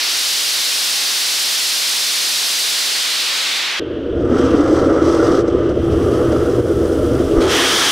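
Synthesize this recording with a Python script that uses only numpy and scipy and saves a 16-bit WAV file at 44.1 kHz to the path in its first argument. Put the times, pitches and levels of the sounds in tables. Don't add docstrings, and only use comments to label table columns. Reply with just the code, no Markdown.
import sys
import numpy as np
from scipy import signal
from scipy.fft import rfft, irfft, next_fast_len
from scipy.io import wavfile
from scipy.ndimage import uniform_filter1d, map_coordinates

SR = 44100
rng = np.random.default_rng(int(sys.argv[2]) if len(sys.argv) > 2 else 0)


def unload_wav(signal):
    wavfile.write(
        sys.argv[1],
        SR,
        np.round(np.clip(np.atleast_2d(signal).T, -1, 1) * 32767).astype(np.int16),
    )


N = 348831
TIME = np.arange(N) / SR
SIZE = next_fast_len(N, True)
FREQS = np.maximum(np.fft.rfftfreq(SIZE, 1 / SR), 1)

SCENE_CHANGE_S, THUMP_S, LIGHT_S = 3.797, 7.384, 7.405

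# centre in Hz, width in Hz, level in dB.
CASING_RESONANCES = [(265, 63, -6.5), (337.2, 15.7, -0.5), (411, 34, -6.5), (480.5, 28.5, -7.5),
                     (582, 83, -17)]
# frequency in Hz, relative level in dB.
RASP_COLOUR = [(500, -10.5), (720, -0.5), (900, -8.5), (1100, -4), (1250, 0), (1430, -5), (1600, -11.5),
               (2000, -15), (2400, -28), (4000, -58)]
# frequency in Hz, relative level in dB.
FIZZ_COLOUR = [(1800, -10), (2700, -3.5), (3200, 3), (3800, -0.5), (4300, -2.5), (4900, 1), (6000, 2),
               (6600, -5), (7100, -11), (7900, -4), (8700, -15), (10500, -17), (15000, -44)]


def from_db(db):
    return 10 ** (np.asarray(db) / 20)


def rms_one(x):
    return x / np.sqrt(np.mean(x ** 2) + 1e-20)


def curve(rows):
    seconds, values = np.transpose(rows)
    return np.interp(TIME, seconds, values)


def since(start):
    return np.maximum(TIME - start, 0)


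def after(start, fade):
    return np.clip((TIME - start) / fade + .5, 0, 1)


def swell(s, width):
    return np.exp(-((TIME - s) / width) ** 2)


def colour(points):
    hz, db = np.transpose(points)
    return from_db(np.interp(np.log(FREQS), np.log(hz), db))


def resonances(modes):
    power = 0
    for hz, width, db in modes:
        detuning = (FREQS ** 2 - hz ** 2) / (FREQS * width)
        power = power + from_db(db) ** 2 / (1 + detuning ** 2)
    return np.sqrt(power)


def below(hz, order=4):
    return 1 / np.sqrt(1 + (FREQS / hz) ** (2 * order))


def above(hz, order=4):
    return 1 / np.sqrt(1 + (hz / FREQS) ** (2 * order))


def filtered(x, gain):
    return irfft(rfft(x, SIZE) * gain, SIZE)[:N]


def noise(gain):
    return rms_one(filtered(rng.standard_normal(SIZE), gain))


def flutter(rate_hz, depth_db):
    return from_db(depth_db * noise(below(rate_hz, order=2)))


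def steadied(x, span):
    return x / np.sqrt(uniform_filter1d(x ** 2, max(int(span * SR), 1)) + 1e-9)


def hollow_note(hz, half_width_hz):
    phase = 2 * np.pi * np.cumsum(hz) / SR
    narrow = below(half_width_hz, order=2)
    return noise(narrow) * np.cos(phase) + noise(narrow) * np.sin(phase)


def reflections(strength, count=8):
    delays_s = rng.uniform(.002, .03, count)
    echoes = np.exp(-2j * np.pi * FREQS * delays_s[:, None]).sum(axis=0)
    return np.abs(1 + strength * echoes)


def jet(core_db, body_db, fine_db, points, speed=1):
    low_hz, high_hz = 3300, 6200
    position = np.cumsum(speed * np.ones(N))
    eddies = map_coordinates(noise(colour(points)), [position], order=3, mode="mirror")
    body = filtered(eddies, below(low_hz, order=8) ** 2)
    core = filtered(eddies, (above(low_hz, order=8) * below(high_hz, order=8)) ** 2)
    fine = filtered(eddies, above(high_hz, order=8) ** 2)
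    body = steadied(body, span=0.21)
    core = steadied(core, span=0.35)
    fine = steadied(fine, span=0.59) * flutter(rate_hz=60, depth_db=0.57)
    return from_db(core_db) * (core + from_db(body_db) * body + from_db(fine_db) * fine)


def first_motor(burnout_dulling=0.74):
    # frequency in Hz, relative level in dB.
    burn_colour = [(90, -43), (170, -35.5), (280, -19), (600, -15.5), (1000, -13), (2000, -6.5), (3000, -3),
                   (3700, -3), (4500, -2.5), (5400, -4.5), (7000, -11), (9500, -12.5), (12000, -18),
                   (15800, -25.5)]
    # frequency in Hz, side-to-mid ratio in dB, relative.
    burn_width = [(60, -16), (110, 17), (200, 15.5), (380, 8.5), (700, 7.5), (1290, 3), (2380, -3),
                  (4400, -6), (8120, -6), (15000, -111)]
    full_core_db, full_body_db, full_fine_db = -21, -6.5, -4
    tail_off_s, slowing_per_s = 2.65, .22
    burnout_s, burnout_db_per_s = 3.557, 25
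    core_follows, body_follows, fine_follows = 0.92, -2.3, 2.9
    opening_s, opening_fine_db, opening_body_db = 0.21, -4.5, 2

    speed = 1 - slowing_per_s * since(tail_off_s).clip(max=SCENE_CHANGE_S - tail_off_s)
    speed_db = 20 * np.log10(speed)
    opening = np.maximum(1 - TIME / opening_s, 0)
    burnout_db = -burnout_db_per_s * since(burnout_s).clip(max=SCENE_CHANGE_S - burnout_s)
    dulling_db = burnout_dulling * burnout_db
    core_db = full_core_db + core_follows * speed_db + burnout_db
    body_db = full_body_db + body_follows * speed_db - dulling_db + opening_body_db * opening
    fine_db = full_fine_db + fine_follows * speed_db + dulling_db + opening_fine_db * opening
    plume = jet(core_db, body_db, fine_db, burn_colour, speed)

    ceiling = .245
    direct = ceiling * np.tanh(from_db(3.5) * plume / ceiling)
    direct = signal.sosfilt(signal.butter(2, 205, "high", fs=SR, output="sos"), direct)
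    floor = from_db(-62.5) * noise(below(87, order=3))
    spread = from_db(-28.7) * noise(colour(burn_colour) * colour(burn_width))
    spread = spread * np.sqrt(from_db(core_db - full_core_db))
    stereo = direct + floor + spread * [[1], [-1]]
    return stereo * from_db([[-.15], [.15]])


def casing_roar(flow_db, upper_ratio=1.72):
    roar_db, roar_follows = -12, 0.52
    heat_s, heating_s, cold_hz, hot_hz = 4.27, .62, 248.7, 360.5
    start_db, hold_s, fade_db_per_s, late_db = -2.5, 0.75, 14, -11
    chug_hz, chug_width_hz, chug_rms_db = 8, 4.7, 1.0
    boom_width_s, boom_db = 0.026, 4.5
    lit_fade_db_per_s = 34

    note_hz = hot_hz + (cold_hz - hot_hz) * np.exp(-since(heat_s) / heating_s)
    note_db = np.maximum(start_db - fade_db_per_s * since(heat_s + hold_s), late_db)
    lower = steadied(hollow_note(note_hz, half_width_hz=14.6), span=.15)
    upper = from_db(-8.5) * hollow_note(note_hz * upper_ratio, half_width_hz=14)
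    fixed_modes = noise(resonances(CASING_RESONANCES) * above(282, order=4) * below(600, order=5))
    roar = fixed_modes + after(heat_s, fade=0.097) * from_db(note_db) * (lower + upper)

    chug_db = chug_rms_db * noise(resonances([(chug_hz, chug_width_hz, 0)]) ** 2)
    level_db = roar_db + roar_follows * flow_db + chug_db
    level_db = level_db + boom_db * swell(THUMP_S, boom_width_s) - lit_fade_db_per_s * since(LIGHT_S)
    return from_db(level_db) * steadied(roar, span=.07)


def flame(flow_db, howl_hz=1290):
    # centre in Hz, width in Hz, level in dB.
    tunnel_modes = [(16, 14, -10), (35, 9.7, -16), (62, 15, -6), (78.9, 8.4, 3), (99, 18, -23),
                    (117.5, 24, -2.5), (181, 52, -12)]
    # time in seconds, level in dB.
    rumble_level = [(3.81, -35.5), (4.03, -34), (4.2, -22), (4.6, -25), (5.5, -26.5), (5.97, -19.5),
                    (6.3, -23.5), (7.38, -21.5)]
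    rumble_fade_db_per_s = 68
    rasp_db, rasp_follows = -23.5, 1.34

    rumble_db = curve(rumble_level) - rumble_fade_db_per_s * since(THUMP_S)
    modes = sum(from_db(db) * resonances([(hz, width, 0)]) ** 2 for hz, width, db in tunnel_modes)
    rumble = steadied(noise(modes), span=0.34) * flutter(rate_hz=10, depth_db=1.0)
    howl = hollow_note(howl_hz * flutter(rate_hz=5, depth_db=0.39), half_width_hz=58)
    rasp = noise(colour(RASP_COLOUR) * reflections(strength=0.2)) + from_db(-5.5) * howl
    rasp = steadied(rasp, span=0.093)
    rasp = rasp * flutter(rate_hz=59, depth_db=0.85) * flutter(rate_hz=10, depth_db=0.86)
    return from_db(rumble_db) * rumble + from_db(rasp_db + rasp_follows * flow_db) * rasp


def sparks(choke_share=.8):
    # time in seconds, level in dB.
    wheeze_level = [(3.8, -37.5), (4.25, -44), (4.45, -33.5), (4.7, -42), (5.3, -43), (5.6, -39.5),
                    (6.4, -39.5), (6.7, -42.5), (7.35, -39)]
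    # frequency in Hz, relative level in dB.
    wheeze_colour = [(600, -8), (1500, 4.5), (2000, -4.5), (2400, -6), (2800, -0.5), (3200, 2.5),
                     (3600, -5.5), (4000, -12), (6000, -23), (10000, -49)]
    # time in seconds, level in dB.
    spray_level = [(3.83, -77), (4.26, -52.5), (4.39, -37), (4.52, -40.5), (4.84, -38), (5.0, -45),
                   (5.05, -35), (5.39, -36), (5.45, -48.5), (5.8, -49), (6.1, -42.5), (6.8, -45.5),
                   (7.3, -42), (7.38, -37)]
    # frequency in Hz, relative level in dB.
    sizzle_colour = [(3500, -7), (5000, -1.5), (7000, -2.5), (8800, -1), (10200, -1.5), (11300, -8.5),
                     (12400, -6), (15400, -13)]
    spray_sizzle_db = -14.5
    smoulder_s, rise_s, smoulder_db, climb_db_per_s = 5.85, 0.46, -47, 2

    walls = reflections(strength=0.079)
    wheeze = from_db(curve(wheeze_level)) * noise(colour(wheeze_colour) * walls)
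    spray = from_db(curve(spray_level)) * flutter(rate_hz=16, depth_db=0.8)
    fizz = spray * noise(colour(FIZZ_COLOUR) * walls) * flutter(rate_hz=50, depth_db=1.7)
    smoulder = after(smoulder_s, rise_s) * from_db(smoulder_db + climb_db_per_s * since(smoulder_s))
    sizzle_gain = np.hypot(from_db(spray_sizzle_db) * spray, smoulder)
    sizzle = sizzle_gain * noise(colour(sizzle_colour) * walls) * flutter(rate_hz=80, depth_db=1.1)
    hiss = from_db(-72) * noise(colour(sizzle_colour))
    until_lit = 1 - after(LIGHT_S, fade=0.14)
    return (wheeze + fizz + sizzle) * from_db(choke_share * choking()) * until_lit + hiss


def spits(width=0.0073):
    # time in seconds, knock level in dB, rasp and fizz level in dB.
    spit_events = [(4.214, -17, -41), (4.326, -13, -38), (4.545, -11, -40), (5.483, -15, -27.5),
                   (5.55, -14, -45), (5.696, -14, -34), (5.939, -12.5, -43), (6.325, -15, -27.5),
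                   (6.589, -11.5, -46), (6.77, -16, -42), (6.859, -17, -29.5)]
    knock = steadied(noise(resonances(CASING_RESONANCES) * above(205) * below(530)), span=.02)
    rasp = noise(colour(RASP_COLOUR)) + from_db(-11.5) * noise(colour(FIZZ_COLOUR))
    puffs = 0
    for s, knock_db, rasp_db in spit_events:
        puffs = puffs + swell(s, width) * (from_db(knock_db) * knock + from_db(rasp_db) * rasp)
    return puffs


def choking():
    # time in seconds, drop in dB if recovery did not set in meanwhile.
    chokes = [(5.42, 6), (5.725, 7.5), (6.61, 5.5)]
    fall_s, recovery_s = 0.022, 0.045
    return -sum(drop_db * after(s, fall_s) * np.exp(-since(s) / recovery_s) for s, drop_db in chokes)


def thump(width_s=0.0042, peak_db=-9):
    u = (TIME - THUMP_S) / width_s
    return from_db(peak_db) * u * np.exp((1 - u ** 2) / 2)


def full_jet():
    # frequency in Hz, relative level in dB.
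    jet_colour = [(200, -13), (800, -7), (1700, 1), (2400, -4), (2850, -1.5), (3200, 2.5), (3700, -6.5),
                  (4300, -10.5), (5000, -9.5), (5900, -7), (7200, -7.5), (9500, -8), (12000, -17),
                  (15400, -27)]
    light_db, flash_s, sag_db_per_s = -29.5, .03, 80
    full_s, full_rise_s, full_db, climb_db_per_s = 7.495, .045, -22, 9
    full_body_db, thinning_db_per_s, full_fine_db = 1, 6.5, -8.5
    swell_s, swell_width_s, swell_db = 7.595, 0.061, 3.5

    flash_db = light_db - sag_db_per_s * since(LIGHT_S + flash_s)
    thrust_db = full_db + climb_db_per_s * since(full_s)
    full = after(full_s, full_rise_s)
    core_db = (1 - full) * flash_db + full * thrust_db
    body_db = full_body_db - thinning_db_per_s * since(full_s) + swell_db * swell(swell_s, swell_width_s)
    return jet(core_db, body_db, full_fine_db, jet_colour)


def second_motor():
    # time in seconds, flow in dB re its peak.
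    igniter_flow = [(3.81, -21), (4.02, -20), (4.2, -10), (4.35, -2.5), (4.8, -1), (5.38, -0.5), (5.5, -6),
                    (5.85, -7.5), (6.2, -3.5), (6.75, -8), (7.15, -6), (7.32, -8), (7.38, -1)]
    flow_db = curve(igniter_flow) + choking()
    igniter = casing_roar(flow_db) + flame(flow_db) + sparks() + spits()
    lit = after(LIGHT_S, fade=0.025)
    sound = igniter + thump() + lit * full_jet()

    ceiling = .35
    saturated = ceiling * np.tanh(from_db(3.5) * sound / ceiling)
    saturated = signal.sosfilt(signal.butter(1, 45, "high", fs=SR, output="sos"), saturated)
    return (1 - lit) * sound + lit * saturated


def scene():
    second = after(SCENE_CHANGE_S, fade=0.0021)
    return (1 - second) * first_motor() + second * second_motor()


def record(dry, cutoff_hz=15650):
    rounded = dry / (1 + dry ** 6) ** (1 / 6)
    return signal.sosfilt(signal.ellip(14, .1, 90, cutoff_hz, fs=SR, output="sos"), rounded)


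dry = scene()
out = record(dry)
unload_wav(out)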